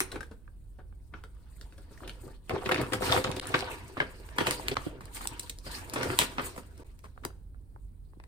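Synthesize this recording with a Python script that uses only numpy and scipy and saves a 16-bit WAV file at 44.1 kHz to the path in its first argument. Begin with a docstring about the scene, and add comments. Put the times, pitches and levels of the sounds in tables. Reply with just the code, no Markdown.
"""Shopping is unpacked close to the microphone in a small, quiet room, with a faint rumble of ventilation.
First fingers turn a little carton, then a hand rummages in a paper bag that buckles and crackles.
Next a plastic pouch is shaken and put down, and last some wrapped notebooks are lifted out.
Touches are short noise bursts, stiff panels are dying sine tones, and rustle is coloured grains and hiss.
Crackles are tiny tones. The ventilation is filtered noise, and the room answers with noise-like echoes."""
import sys
import numpy as np
from scipy import signal
from scipy.fft import rfft, irfft, next_fast_len
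from scipy.io import wavfile
from scipy.ndimage import uniform_filter1d, map_coordinates

SR = 44100
rng = np.random.default_rng(int(sys.argv[2]) if len(sys.argv) > 2 else 0)


def store_wav(level_fs):
    """Save 16-bit WAV to argv[1]."""
    pcm = np.round(np.clip(np.atleast_2d(level_fs), -1, 1) * 32767)
    wavfile.write(sys.argv[1], SR, pcm.T.astype(np.int16))


N = 364707
TIME = np.arange(N) / SR

# Still air. Each row: frequency in Hz, relative level in dB per Hz.
AIR_SPECTRUM = [(20, -12), (28, -10), (60, -5), (82, -6.5), (115, -14.5), (200, -24), (400, -33),
                (1000, -50), (2500, -60.5), (6500, -64), (9000, -52), (15000, -55.5)]
# Diffuse sound. Each row: frequency in Hz, left-right likeness from -1 to 1.
EAR_LIKENESS = [(50, 0.67), (200, 0.92), (500, 0.53), (1000, 0.4), (2000, -0.28), (4000, 0.28),
                (9000, 0.13)]
# What the room gives back. Each row: frequency in Hz, relative level in dB.
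ROOM_SPECTRUM = [(80, -7.5), (200, -2.5), (400, 0.5), (1000, -3), (4000, 1), (9000, -0.5), (15000, -4.5)]
# Where the hands work. Each row: time in seconds, lag of the left ear in ms, how much louder it is in dB.
HAND_PLACES = [(0, 0.17, 2.5), (.1, -0.027, 2.5), (2.799, -0.068, 1.5), (3.2, -0.22, 1), (3.5, 0.15, 0),
               (4.4, 0.24, 0.5), (6.2, .24, 0.5), (8.27, .24, 3)]

# Colours of the rustle: bending, rubbing and fine crinkle. Each row: frequency in Hz, relative dB per Hz.
FLEX_SPECTRUM = [(50, -17), (90, 4.5), (150, -5.5), (250, -1), (380, -2), (550, -6.5), (900, -15.5),
                 (2000, -50.5)]
RUB_SPECTRUM = [(300, -26.5), (600, -8), (1000, 0.5), (1600, -2), (2600, -5.5), (4000, -13.5), (6500, -17),
                (12000, -46)]
CRINKLE_SPECTRUM = [(2000, -18.5), (4200, 1), (5500, -2.5), (6800, -0.5), (8800, 1.5), (10500, -4.5),
                    (14500, -1), (16000, -27)]
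# The things never lie quite still in the hands. Each row: time in seconds, light rubbing in relative dB.
FIDGETING = [(0, -57.5), (.35, -79), (.7, -83.5), (1.1, -81.5), (1.25, -76), (2.15, -63.5), (2.34, -64),
             (2.41, -81.5), (2.48, -65), (2.62, -52.5), (3.7, -52.5), (4.25, -59.5), (4.65, -48.5),
             (4.78, -47.5), (4.98, -94), (5.9, -50.5), (6.45, -53), (6.72, -67.5), (7.25, -82), (7.5, -88),
             (8.27, -84)]
# Strokes of the hand: turning the carton, rummaging, shaking the pouch, drawing out the notebooks.
# Each row: start in seconds, hold in seconds, then rubbing, flexing and fine crinkle in relative dB.
HAND_STROKES = [ (0.0, 0.013, -47.5, -67, -55), (0.15, 0.0083, -48, -44.5, -82),
                (1.16, 0.012, -57.5, -61.5, -78), (1.93, 0.061, -64.5, -68, -63),
                (2.04, .02, -55, -49, -66), (2.24, 0.051, -65.5, -50.5, -71),
                (2.534, 0.023, -42, -35.5, -63), (2.765, 0.054, -37, -37, -51),
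                (2.94, 0.0092, -46.5, -35.5, -47), (3.044, 0.13, -35, -37.5, -38.5),
                (3.158, 0.011, -31, -29, -46), (3.27, 0.11, -46, -45, -56),
                (3.471, 0.054, -42.5, -44.5, -55), (3.56, 0.04, -42, -41, -47),
                (3.66, 0.085, -45, -47, -52), (4.02, 0.022, -59, -49, -66), (4.401, 0.014, -36.5, -39, -45),
                (4.468, 0.024, -34.5, -37, -45), (4.52, 0.021, -43.5, -44.5, -43.5),
                (4.57, 0.1, -48, -50.5, -55.5), (4.82, 0.061, -49.5, -53.5, -59.5),
                (4.91, 0.062, -57.5, -47, -75), (5.03, 0.057, -58, -58.5, -64),
                (5.159, 0.0083, -44, -55, -42.5), (5.22, 0.017, -46.5, -52.5, -48.5),
                (5.3, 0.1, -51, -54.5, -61.5), (5.41, 0.057, -55.5, -64, -54),
                (5.664, 0.056, -48, -57.5, -49.5), (5.738, 0.05, -45.5, -62, -45.5),
                (5.979, .15, -39.5, -39.5, -48.5), (6.197, 0.036, -37, -46.5, -39),
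                (6.43, 0.038, -43, -50.5, -49), (6.53, 0.056, -55.5, -54, -59.5),
                (6.779, 0.046, -63.5, -58.5, -67), (7.24, 0.049, -67.5, -54.5, -73)]

# The paper bag crumpling in separate crackles. Each row: time in seconds, relative level in dB.
BAG_CRUMPLING = [(2.45, -104), (2.53, -48), (2.68, -45.5), (2.775, -33.5), (2.82, -39), (2.89, -66),
                 (3.0, -42), (3.09, -36.5), (3.17, -27.5), (3.21, -41), (3.29, -39.5), (3.5, -49.5),
                 (3.56, -34.5), (3.75, -53), (3.95, -87)]
# Clean knocks that set a stiff panel of card, paper or plastic ringing.
# Each row: start in seconds, relative level in dB, pitch in Hz, cycles until it has died away by 60 dB.
KNOCKS_ON_PANELS = [ (0.0075, -34, 375, 45), (0.1175, -46, 3850, 110), (0.1285, -45, 1320, 16),
                    (0.146, -42, 395, 20), (0.1605, -39, 420, 16), (0.2065, -39, 1486, 51),
                    (0.2295, -44.5, 1546, 53), (0.4775, -54.5, 1530, 27), (0.803, -60.5, 1475, 22),
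                    (0.925, -62.5, 1400, 16), (1.9755, -54, 1970, 40), (2.0045, -51.5, 1080, 20),
                    (2.015, -46, 350, 34), (2.034, -49, 1360, 20), (2.279, -54.5, 1120, 71),
                    (2.537, -30, 410, 8.6), (2.5615, -32.5, 900, 17), (2.668, -32.5, 346, 6.1),
                    (2.7205, -34, 850, 13), (2.7125, -26.5, 1620, 14), (2.7605, -32, 2140, 11),
                    (3.1235, -22, 3730, 29), (3.1645, -25, 1190, 6.8), (3.170, -29, 428, 13),
                    (3.2905, -30, 290, 5.9), (3.5475, -27, 1030, 19), (3.969, -36, 1220, 14),
                    (4.002, -21.5, 1744, 29), (4.007, -29.5, 490, 17), (4.4085, -25.5, 360, 15.7),
                    (4.421, -38, 284, 4), (4.471, -30.5, 1670, 9.6), (4.4815, -34.5, 505, 9.8),
                    (4.596, -39, 910, 16), (4.7135, -30, 413, 19), (4.768, -25.5, 1320, 18.5),
                    (4.8635, -29, 307, 14), (5.984, -37.5, 424, 16), (6.055, -34, 474, 16),
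                    (6.188, -24.5, 1070, 45), (6.1885, -26, 4100, 41), (6.393, -33.5, 552, 23),
                    (7.0415, -49, 1084, 18), (7.051, -53.5, 1125, 19), (7.065, -59, 996, 14),
                    (7.162, -65, 1290, 8), (7.177, -49.5, 1284, 9.3), (7.2505, -36.5, 397, 12.6),
                    (7.304, -56, 1400, 12), (7.545, -63, 1400, 13), (7.7615, -51, 958, 9.8),
                    (8.134, -60, 1080, 11), (8.168, -51, 320, 9), (8.199, -53.5, 1000, 10)]
# Ways such a panel vibrates. Each row: multiple of its pitch, dB for a knock of the usual number of cycles.
PANEL_VIBRATIONS = [(0.359, -14.5), (0.6, -11), (0.83, -6), (0.999, 0), (1.2, -6.5), (1.65, -10),
                    (2.5, -18)]

# Four tables of touches: fingers on the carton, the bag's handle and the clothes; creases of the paper bag
# giving way; packaged goods knocking against each other and the hand; thin plastic wrappers snapping.
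# Each row: time in seconds, relative body level in dB, pitch in Hz, relative tick level in dB,
# length in seconds (the contacts use at least 0.002).
CARTON_TAPS = [(0.119, -50, 1870, -44.5, 0.03), (0.1583, -43, 1020, -53, 0.026),
               (0.2075, -57, 2000, -50, 0.016), (0.2312, -62, 2000, -55, 0.016),
               (0.314, -51.5, 377, -64, 0.026), (0.7886, -58.5, 515, -85, 0.023),
               (1.139, -47.5, 995, -76, 0.012), (1.2384, -52.5, 1130, -56.5, 0.007),
               (1.6125, -58, 1850, -50.5, 0.0052), (1.7245, -64, 2800, -71, 0.007),
               (1.781, -66, 1430, -58, 0.028), (1.91, -62, 324, -73, 0.031), (2.0264, -55, 510, -65, 0.064),
               (2.0774, -50, 2470, -48.5, 0.012), (2.095, -46.5, 2580, -54, 0.0058)]
CREASE_BUCKLES = [(2.4954, -33.5, 1600, -42.5, 0.011), (2.507, -30.5, 970, -61.5, 0.035),
                  (2.6593, -31, 1980, -47, 0.034), (2.6918, -25.5, 1070, -39.5, 0.019),
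                  (2.7175, -21, 1707, -35, 0.032), (2.7448, -27, 1940, -41.5, 0.0058),
                  (2.7805, -34.5, 1700, -54, 0.016), (2.866, -42, 1106, -57, 0.015),
                  (3.064, -36, 2508, -53.5, 0.017), (2.8155, -34, 1190, -38, 0.014),
                  (2.9243, -32, 1560, -46, 0.045), (2.9345, -25.5, 1620, -29.5, 0.023),
                  (3.0232, -28, 900, -39, 0.044), (3.1272, -23, 1150, -45.5, .008),
                  (3.1755, -24.5, 990, -40.5, 0.028), (3.2418, -30.5, 4470, -50, 0.0064),
                  (3.2448, -26, 1510, -50.5, 0.01), (3.274, -36, 1210, -62, 0.023),
                  (3.3148, -36, 3740, -50, 0.0089), (3.3656, -38.5, 2900, -41, 0.026),
                  (3.3977, -33.5, 3100, -37.5, 0.003), (3.5431, -17.5, 1470, -53, 0.042)]
GOODS_KNOCKS = [(0.0042, -27, 1900, -23.5, 0.0062), (3.976, -36.5, 1300, -65, 0.045),
                (4.003, -32.5, 1900, -60, 0.03), (4.0165, -31.5, 955, -66.5, 0.023),
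                (4.3845, -22.5, 1400, -33.5, 0.016), (4.4072, -28, 1700, -58, 0.033),
                (4.469, -25.5, 2100, -35, 0.028), (4.5095, -29, 1740, -26.5, 0.0069),
                (4.7155, -35, 2500, -60, 0.026), (5.6655, -46.5, 1430, -56, 0.029),
                (5.9374, -36.5, 940, -32, 0.025), (5.9615, -28.5, 1107, -48, 0.04),
                (6.0115, -33.5, 1300, -52, .012), (6.0315, -30, 1770, -37, 0.014),
                (6.1025, -30.5, 1140, -62, 0.012), (6.1897, -25, 2700, -17, 0.0045),
                (6.198, -27, 2300, -29.5, 0.031), (6.215, -24, 2100, -33.5, 0.032),
                (6.3835, -27.5, 1270, -71.5, 0.0194), (6.3955, -30.5, 1400, -70, 0.017),
                (6.408, -37, 900, -70, .016), (6.563, -49.5, 1340, -55, 0.0072),
                (6.5796, -40.5, 790, -52.5, 0.02)]
PLASTIC_SNAPS = [(3.4555, -44.5, 1310, -55, 0.0044), (3.4712, -49.5, 1410, -39, 0.0076),
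                 (3.591, -38, 4700, -58, 0.0062), (3.6065, -38, 4700, -58, 0.0062),
                 (4.289, -50.5, 1530, -74, 0.01), (4.6835, -27.5, 2300, -33.5, 0.0046),
                 (4.7688, -32, 2060, -58, 0.0062), (5.0099, -46, 1130, -53.5, 0.038),
                 (5.055, -60, 1220, -49.5, 0.011), (5.21, -42, 1010, -68, 0.014),
                 (5.2551, -38, 940, -65, 0.0089), (5.273, -42, 3430, -29, 0.0038),
                 (5.396, -47, 2270, -32, 0.013), (5.4969, -42.5, 2950, -34, 0.015),
                 (5.587, -69.5, 1530, -47, 0.0017), (5.898, -48.5, 3520, -42, 0.0022),
                 (6.7783, -69.5, 900, -57, 0.0096), (6.991, -64.5, 2460, -60, 0.0077),
                 (7.044, -52.5, 1500, -56.5, 0.081), (7.238, -46.5, 1200, -67, 0.027),
                 (7.2505, -36, 1040, -34, 0.0083), (8.2, -57.5, 1900, -77, 0.0069),
                 (8.2385, -56, 1300, -65.5, 0.0068)]

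# Resonances of the carton, the bag's hollow and the microphone port.
# Each row: frequency in Hz, width in Hz, boost or cut in dB.
CARTON_RESONANCES = [(347, 48, 3), (1495, 280, 10.5), (3660, 2100, 4.5)]
BAG_RESONANCES = [(358, 24, 2.6), (512, 54, 7.8)]
MICROPHONE_RESONANCES = [(603, 120, -2.5), (6320, 2600, -5.5), (10040, 3200, 8), (11260, 816, -33)]
# Moments at which the level dips briefly. Each entry: time in seconds.
LEVEL_DIPS = [3.407, 4.750, 6.840]

# The ventilation's levels are before its left-right balance.
AIR_DB, FAN_HZ, FAN_WIDTH_HZ, FAN_DB = -50.5, 44.55, 10, -51
# T60 is the time to fade by 60 dB.
ROOM_T60_S, EARLY_T60_S, TAIL_DB, TAIL_CUT_HZ = 0.46, 0.14, -12, 2500
CUTOFF_HZ = 16300
SWELL_DB_PER_S, FADE_DB_PER_S = 444.5, 296.5
# Flexing and crinkle follow the light rubbing: (dB at the usual rubbing, share of its swing).
USUAL_RUB_DB, FLEX_FOLLOWS, CRINKLE_FOLLOWS = -58.5, (-59.5, 1), (-63.5, 0.79)
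# A knock that rings longer than this has caught the main mode squarely and sounds purer.
USUAL_CYCLES = 15
# Longer contacts push the whole panel and thump more.
USUAL_LENGTH_S, THUMP_DB_PER_OCTAVE = 0.02, 2.5


def from_db(db):
    """Turn decibels into a gain."""
    return np.exp(np.asarray(db) * (np.log(10) / 20))


def rms_one(x):
    """Scale a signal to an average (rms) strength of 1."""
    return x / np.sqrt(np.mean(x ** 2) + 1e-20)


def at_hz(points, hz):
    """Read a table between its points, on a log-frequency axis."""
    points = np.array(points)
    return np.interp(np.log(hz + 1), np.log(points[:, 0]), points[:, 1])


def band(x, low_hz, high_hz, order):
    """Keep only the sound between two frequencies."""
    sos = signal.butter(order, [low_hz, high_hz], "band", fs=SR, output="sos")
    return signal.sosfilt(sos, x)


def resonate(x, modes):
    """Pass a sound through a chain of resonances, each a peak or a dip."""
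    for hz, width_hz, db in modes:
        turn = 2 * np.pi * hz / SR
        gain = from_db(db / 2)
        damp = np.pi * width_hz / SR
        top = [1 + damp * gain, -2 * np.cos(turn), 1 - damp * gain]
        bottom = [1 + damp / gain, -2 * np.cos(turn), 1 - damp / gain]
        x = signal.lfilter(top, bottom, x + 1e-18)
    return x


def colour(x, spectrum):
    """Give a signal a smooth spectrum."""
    size = next_fast_len(x.shape[-1] + 4096, real=True)
    gain = from_db(at_hz(spectrum, np.fft.rfftfreq(size, 1 / SR)))
    return irfft(rfft(x, size) * gain, size)[..., :x.shape[-1]]


def drift(rate):
    """Wander slowly by chance, with a spread of 1 and this many turning points a second."""
    knots = rng.standard_normal(int(N / SR * rate) + 2)
    return rms_one(np.interp(TIME * rate, np.arange(len(knots)), knots))


def diffuse(pair):
    """Mix two unrelated signals to left and right, as alike at each frequency as the table says."""
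    size = next_fast_len(pair.shape[1] + 4096)
    alike = np.clip(at_hz(EAR_LIKENESS, np.fft.rfftfreq(size, 1 / SR)), -.99, .99)
    mid, side = rfft(pair, size) * np.sqrt([1 + alike, 1 - alike])
    return irfft(np.array([mid + side, mid - side]), size)[:, :pair.shape[1]]


def wide(pair, width_db):
    """A sheet is wide, so each ear hears a slightly different sound."""
    return pair[0] + from_db(width_db) * pair[1] * np.array([[1], [-1]])


def ventilation():
    """A narrow, throbbing rumble and the faint hiss of the air, slightly louder on the right."""
    # one extra second lets the narrow filter settle
    noise = rng.standard_normal(N + SR)
    rumble = band(noise, FAN_HZ - FAN_WIDTH_HZ / 2, FAN_HZ + FAN_WIDTH_HZ / 2, order=2)[SR:]
    air = diffuse(colour(rng.standard_normal((2, N)), AIR_SPECTRUM))
    balance = from_db([[-1.1], [1.1]])
    return (from_db(FAN_DB) * rms_one(rumble) + from_db(AIR_DB) * rms_one(air)) * balance


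def room(x):
    """Dense early echoes from table and walls, then a weak, duller tail."""
    t = np.arange(int(.5 * SR)) / SR
    early, late = rng.standard_normal((2, 2, len(t)))
    late = signal.sosfilt(signal.butter(1, TAIL_CUT_HZ, fs=SR, output="sos"), late)
    decay = early * from_db(-60 * t / EARLY_T60_S) + late * from_db(TAIL_DB - 60 * t / ROOM_T60_S)
    # the echoes start after 1 ms and build up over 2 ms
    onset = np.clip((t - .001) / .002, 0, 1)
    echoes = rms_one(diffuse(colour(decay * onset, ROOM_SPECTRUM))) / np.sqrt(len(t))
    mono = x.mean(axis=0)[None]
    return signal.oaconvolve(mono, echoes, axes=1)[:, :N]


def placed(x):
    """Direct sound reaches the farther ear a little later, and the two ears at different levels."""
    s, lags_ms, balances_db = np.transpose(HAND_PLACES)
    lag = np.interp(TIME, s, lags_ms) * SR / 1000
    gain = from_db(np.interp(TIME, s, balances_db) / 2)
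    left = gain * map_coordinates(x[0], [np.arange(N) - lag / 2], order=2)
    right = map_coordinates(x[1], [np.arange(N) + lag / 2], order=2) / gain
    return np.array([left, right])


def handling():
    """Levels of rubbing, flexing and crinkle: each stroke swells, holds and fades over the light fidgeting."""
    light_db = np.interp(TIME, *np.transpose(FIDGETING))
    levels_db = [light_db]
    for usual_db, share in (FLEX_FOLLOWS, CRINKLE_FOLLOWS):
        levels_db.append(usual_db + share * (light_db - USUAL_RUB_DB))
    levels_db = np.array(levels_db)
    for s, held, *peaks_db in HAND_STROKES:
        swell_db = SWELL_DB_PER_S * (TIME - s)
        fade_db = FADE_DB_PER_S * (s + held - TIME)
        shape_db = np.minimum(0, np.minimum(swell_db, fade_db))
        # the louder of stroke and fidgeting wins
        levels_db = np.maximum(levels_db, np.add.outer(peaks_db, shape_db))
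    return levels_db


def rustle(level_db, spectrum, per_s, size_db, hiss_db, clump_db, width_db):
    """Fibres catch and let go in clumps of grains, over the smooth hiss of sliding."""
    sizes = from_db(size_db * np.minimum(rng.exponential(1, N), 4))
    grains = (rng.random(N) < per_s / SR) * sizes * rng.standard_normal((2, N))
    friction = rms_one(grains) + from_db(hiss_db) * rng.standard_normal((2, N))
    clumped = friction * from_db(clump_db * drift(90))
    return from_db(level_db) * rms_one(wide(colour(clumped, spectrum), width_db))


def creases(level_db, per_s, size_db, low_hz, high_hz, cycles):
    """Small facets of the sheet pop one by one, each ringing briefly at a pitch of its own."""
    starts = np.flatnonzero(rng.random(N) < per_s / SR)
    draws = rng.random((len(starts), 4))
    heights = from_db(size_db * draws[:, 0]) * np.sign(draws[:, 1] - .5)
    pitches = low_hz * (high_hz / low_hz) ** draws[:, 2]
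    size = 2048
    out, t = np.zeros((2, N + size)), np.arange(size) / SR
    for start, height, hz, skew in zip(starts, heights, pitches, draws[:, 3] - .5):
        ring = np.sin(2 * np.pi * hz * t) * from_db(-60 * hz * t / cycles)
        # a tilted facet radiates more towards one ear
        out[:, start:start + size] += height * np.outer([1 + 2 * skew, 1 - 2 * skew], ring)
    return from_db(level_db) * rms_one(out[:, :N])


def shifting(x, patchy_db, per_s, count):
    """A bending sheet keeps changing shape, so its resonances come and go, each band on its own."""
    size = next_fast_len(N + 4096, real=True)
    log_centres = np.log(np.geomspace(250, 7000, count))
    log_hz = np.log(np.fft.rfftfreq(size, 1 / SR) + 1)
    band_number = np.interp(log_hz, log_centres, np.arange(count))
    spectrum, out = rfft(x, size), 0
    for k in range(count):
        # neighbouring bands overlap like triangles
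        share = np.maximum(0, 1 - np.abs(band_number - k))
        part = irfft(spectrum * share, size)[:, :N]
        out = out + part * rms_one(from_db(patchy_db * drift(per_s)))
    return out


def rustling_sheets():
    """Sheets bend, rub, crinkle and pop under the hand, with the mix changing band by band."""
    rub_db, flex_db, crinkle_db = handling()
    flex = rustle(flex_db, FLEX_SPECTRUM, per_s=220, size_db=1.5, hiss_db=-2.0, clump_db=0.5, width_db=-13.0)
    rub = rustle(rub_db, RUB_SPECTRUM, per_s=400, size_db=1.5, hiss_db=6.0, clump_db=1.5, width_db=-3.0)
    crinkle = rustle(crinkle_db, CRINKLE_SPECTRUM, per_s=510, size_db=0.5, hiss_db=2.0, clump_db=1.5,
                     width_db=0.5)
    pops = creases(rub_db - 6.5, per_s=130, size_db=17.5, low_hz=543, high_hz=4400, cycles=13.0)
    sheets = from_db(1.84) * flex + from_db(-1.0) * rub + from_db(4.0) * crinkle + pops
    return shifting(sheets, patchy_db=4.0, per_s=60, count=18)


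def crumple():
    """While the hand is in the bag, its walls crackle in sharp, uneven pops."""
    level_db = np.interp(TIME, *np.transpose(BAG_CRUMPLING), left=-np.inf, right=-np.inf)
    return creases(level_db, per_s=170, size_db=24.0, low_hz=560, high_hz=5000, cycles=10.0)


def panel_knocks(table, rise_cycles, scatter_db, detune, width_db):
    """Each knock swells over a cycle or so and rings in the panel's modes, in a mix that varies by chance."""
    size = 6144
    out, t = np.zeros((2, N + size)), np.arange(size) / SR
    # levels are counted as if each sound's energy were spread over 10 ms
    to_ten_ms = np.sqrt(.01 * SR / size)
    multiples, modes_db = np.transpose(PANEL_VIBRATIONS)
    signs = (-1) ** np.arange(len(multiples))
    chances = rng.standard_normal((len(table), 3, len(multiples)))
    for (s, db, hz, cycles), (pitch_chance, level_chance, side_chance) in zip(table, chances):
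        turns = np.outer(hz * multiples * (1 + detune * pitch_chance), t)
        swell = 1 - np.exp(-hz * t / rise_cycles)
        rings = np.sin(2 * np.pi * turns) * from_db(-60 * turns / cycles) * swell
        purity = np.sqrt(cycles / USUAL_CYCLES)
        gains = from_db(modes_db * purity + scatter_db * level_chance) * signs
        hit = wide([gains @ rings, (gains * side_chance) @ rings], width_db)
        start = int(np.clip(round(s * SR), 0, N))
        out[:, start:start + size] += from_db(db) * to_ten_ms * rms_one(hit)
    return out[:, :N]


def flutter(count, depth_db):
    """Slips come unevenly, changing in strength about every millisecond."""
    knots = rng.standard_normal(count // 44 + 2)
    return from_db(depth_db * np.interp(np.arange(count) / 44, np.arange(len(knots)), knots))


def with_thump(table, thump_db, follows):
    """Add a thump level to each contact, before the tick level; it grows with strength and length."""
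    s, db, hz, tick, length = np.transpose(table)
    from_strength = follows * (db - db.mean())
    from_length = THUMP_DB_PER_OCTAVE * np.log2(length / USUAL_LENGTH_S)
    return np.transpose([s, db, hz, thump_db + from_strength + from_length, tick, length])


def contacts(table, thump_hz, thump_t60, tick_share, rise_share, width_db, ring_db, tick_width_db=-12):
    """A sheet gives way in tiny slips: a sharp tick, its ringing body and a thump of the whole panel."""
    size = 3072
    out, t = np.zeros((2, N + size)), np.arange(size) / SR
    # levels are counted as if each sound's energy were spread over 10 ms
    to_ten_ms = np.sqrt(.01 * SR / size)
    lengths = np.maximum(np.array(table)[:, -1], .002)[:, None, None]
    # six noises for each contact: two for the body, one ring, two for the tick, one thump
    slips = rng.standard_normal((len(table), 6, size)) * (1 - np.exp(-t / (rise_share * lengths)))
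    bursts = slips[:, :3] * from_db(-60 * t / lengths)
    ticks = band(slips[:, 3:5] * from_db(-60 * t / (lengths * tick_share)), 4000, 13000, order=2)
    thumps = band(slips[:, 5] * from_db(-60 * t / thump_t60), thump_hz / 3.1, thump_hz * 1.76, order=2)
    for row, burst, tick, thump in zip(table, bursts, ticks, thumps):
        s, body_db, hz, thump_db, tick_db, length = row
        burst = burst * flutter(size, depth_db=3.5)
        body = signal.lfilter(*signal.iirpeak(hz, 1.2, fs=SR), burst[:2])
        body = band(body, hz / 5.2, hz * 3, order=2)
        # the facet that is struck rings on briefly at its own pitch
        ring = signal.lfilter(*signal.iirpeak(hz, 5.8, fs=SR), burst[2])
        body = rms_one(wide(body, width_db)) + from_db(ring_db) * rms_one(ring)
        hit = from_db(body_db) * rms_one(body)
        hit = hit + from_db(tick_db) * rms_one(wide(tick, tick_width_db))
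        hit = hit + from_db(thump_db) * rms_one(thump)
        # start a little early, so that the swell is centred near the given time
        start = int(np.clip(round((s - rise_share * length / 2) * SR), 0, N))
        out[:, start:start + size] += to_ten_ms * hit
    return out[:, :N]


def carton_taps():
    """Fingers tap and slip, and their sound is coloured by the carton's resonances."""
    taps = contacts(with_thump(CARTON_TAPS, thump_db=-50.0, follows=0.4), thump_hz=305, thump_t60=0.08,
                    tick_share=0.91, rise_share=0.2, width_db=-9, ring_db=-5.5)
    return resonate(taps, CARTON_RESONANCES)


def paper_bag():
    """Creases buckle and walls crackle, and the hollow of the bag resonates."""
    buckles = contacts(with_thump(CREASE_BUCKLES, thump_db=-33.0, follows=0.45), thump_hz=288,
                       thump_t60=0.061, tick_share=0.59, rise_share=0.17, width_db=-2.5, ring_db=-12.0)
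    return from_db(-2.5) * resonate(buckles + crumple(), BAG_RESONANCES)


def packaged_goods():
    """Packaged goods knock against each other and the hand, with little ringing."""
    knocks = contacts(with_thump(GOODS_KNOCKS, thump_db=-35.5, follows=0.44), thump_hz=318,
                      thump_t60=0.043, tick_share=0.88, rise_share=0.2, width_db=-7.0, ring_db=-21)
    return from_db(-1.54) * knocks


def plastic_wrappers():
    """Thin plastic snaps and is touched, with a clear ring at each facet's pitch."""
    return contacts(with_thump(PLASTIC_SNAPS, thump_db=-53.5, follows=0.85), thump_hz=316.2,
                    thump_t60=0.1, tick_share=1.0, rise_share=0.2, width_db=-2.0, ring_db=-5.5)


def scene():
    """Contacts and rustle sound in the room, over the ventilation."""
    sheets = rustling_sheets()
    panels = panel_knocks(KNOCKS_ON_PANELS, rise_cycles=0.77, scatter_db=1.0, detune=0.056, width_db=-5.0)
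    taps = carton_taps()
    bag = paper_bag()
    packs = packaged_goods()
    wrappers = plastic_wrappers()
    # each thing is held at its own spot and has its own echoes
    echoes = (from_db(-4.0) * room(taps) + from_db(-5.0) * room(bag) + from_db(-4.5) * room(packs)
              + from_db(-9.5) * room(wrappers) + from_db(-3.5) * room(sheets) + from_db(-9.0) * room(panels))
    direct = placed(taps + bag + packs + wrappers + panels + sheets)
    return direct + echoes + ventilation()


def record(dry):
    """The microphone port colours and notches the treble; the level dips briefly; the top is cut."""
    # each dip is 25 dB deep and about 10 ms long, with edges smoothed over 90 samples
    dip_db = sum(-25 * (np.abs(TIME - s) < .005) for s in LEVEL_DIPS)
    heard = resonate(dry, MICROPHONE_RESONANCES) * uniform_filter1d(from_db(dip_db), size=90)
    top_cut = signal.ellip(10, .2, 80, CUTOFF_HZ, fs=SR, output="sos")
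    return signal.sosfilt(top_cut, heard)


dry = scene()
out = record(dry)
store_wav(out)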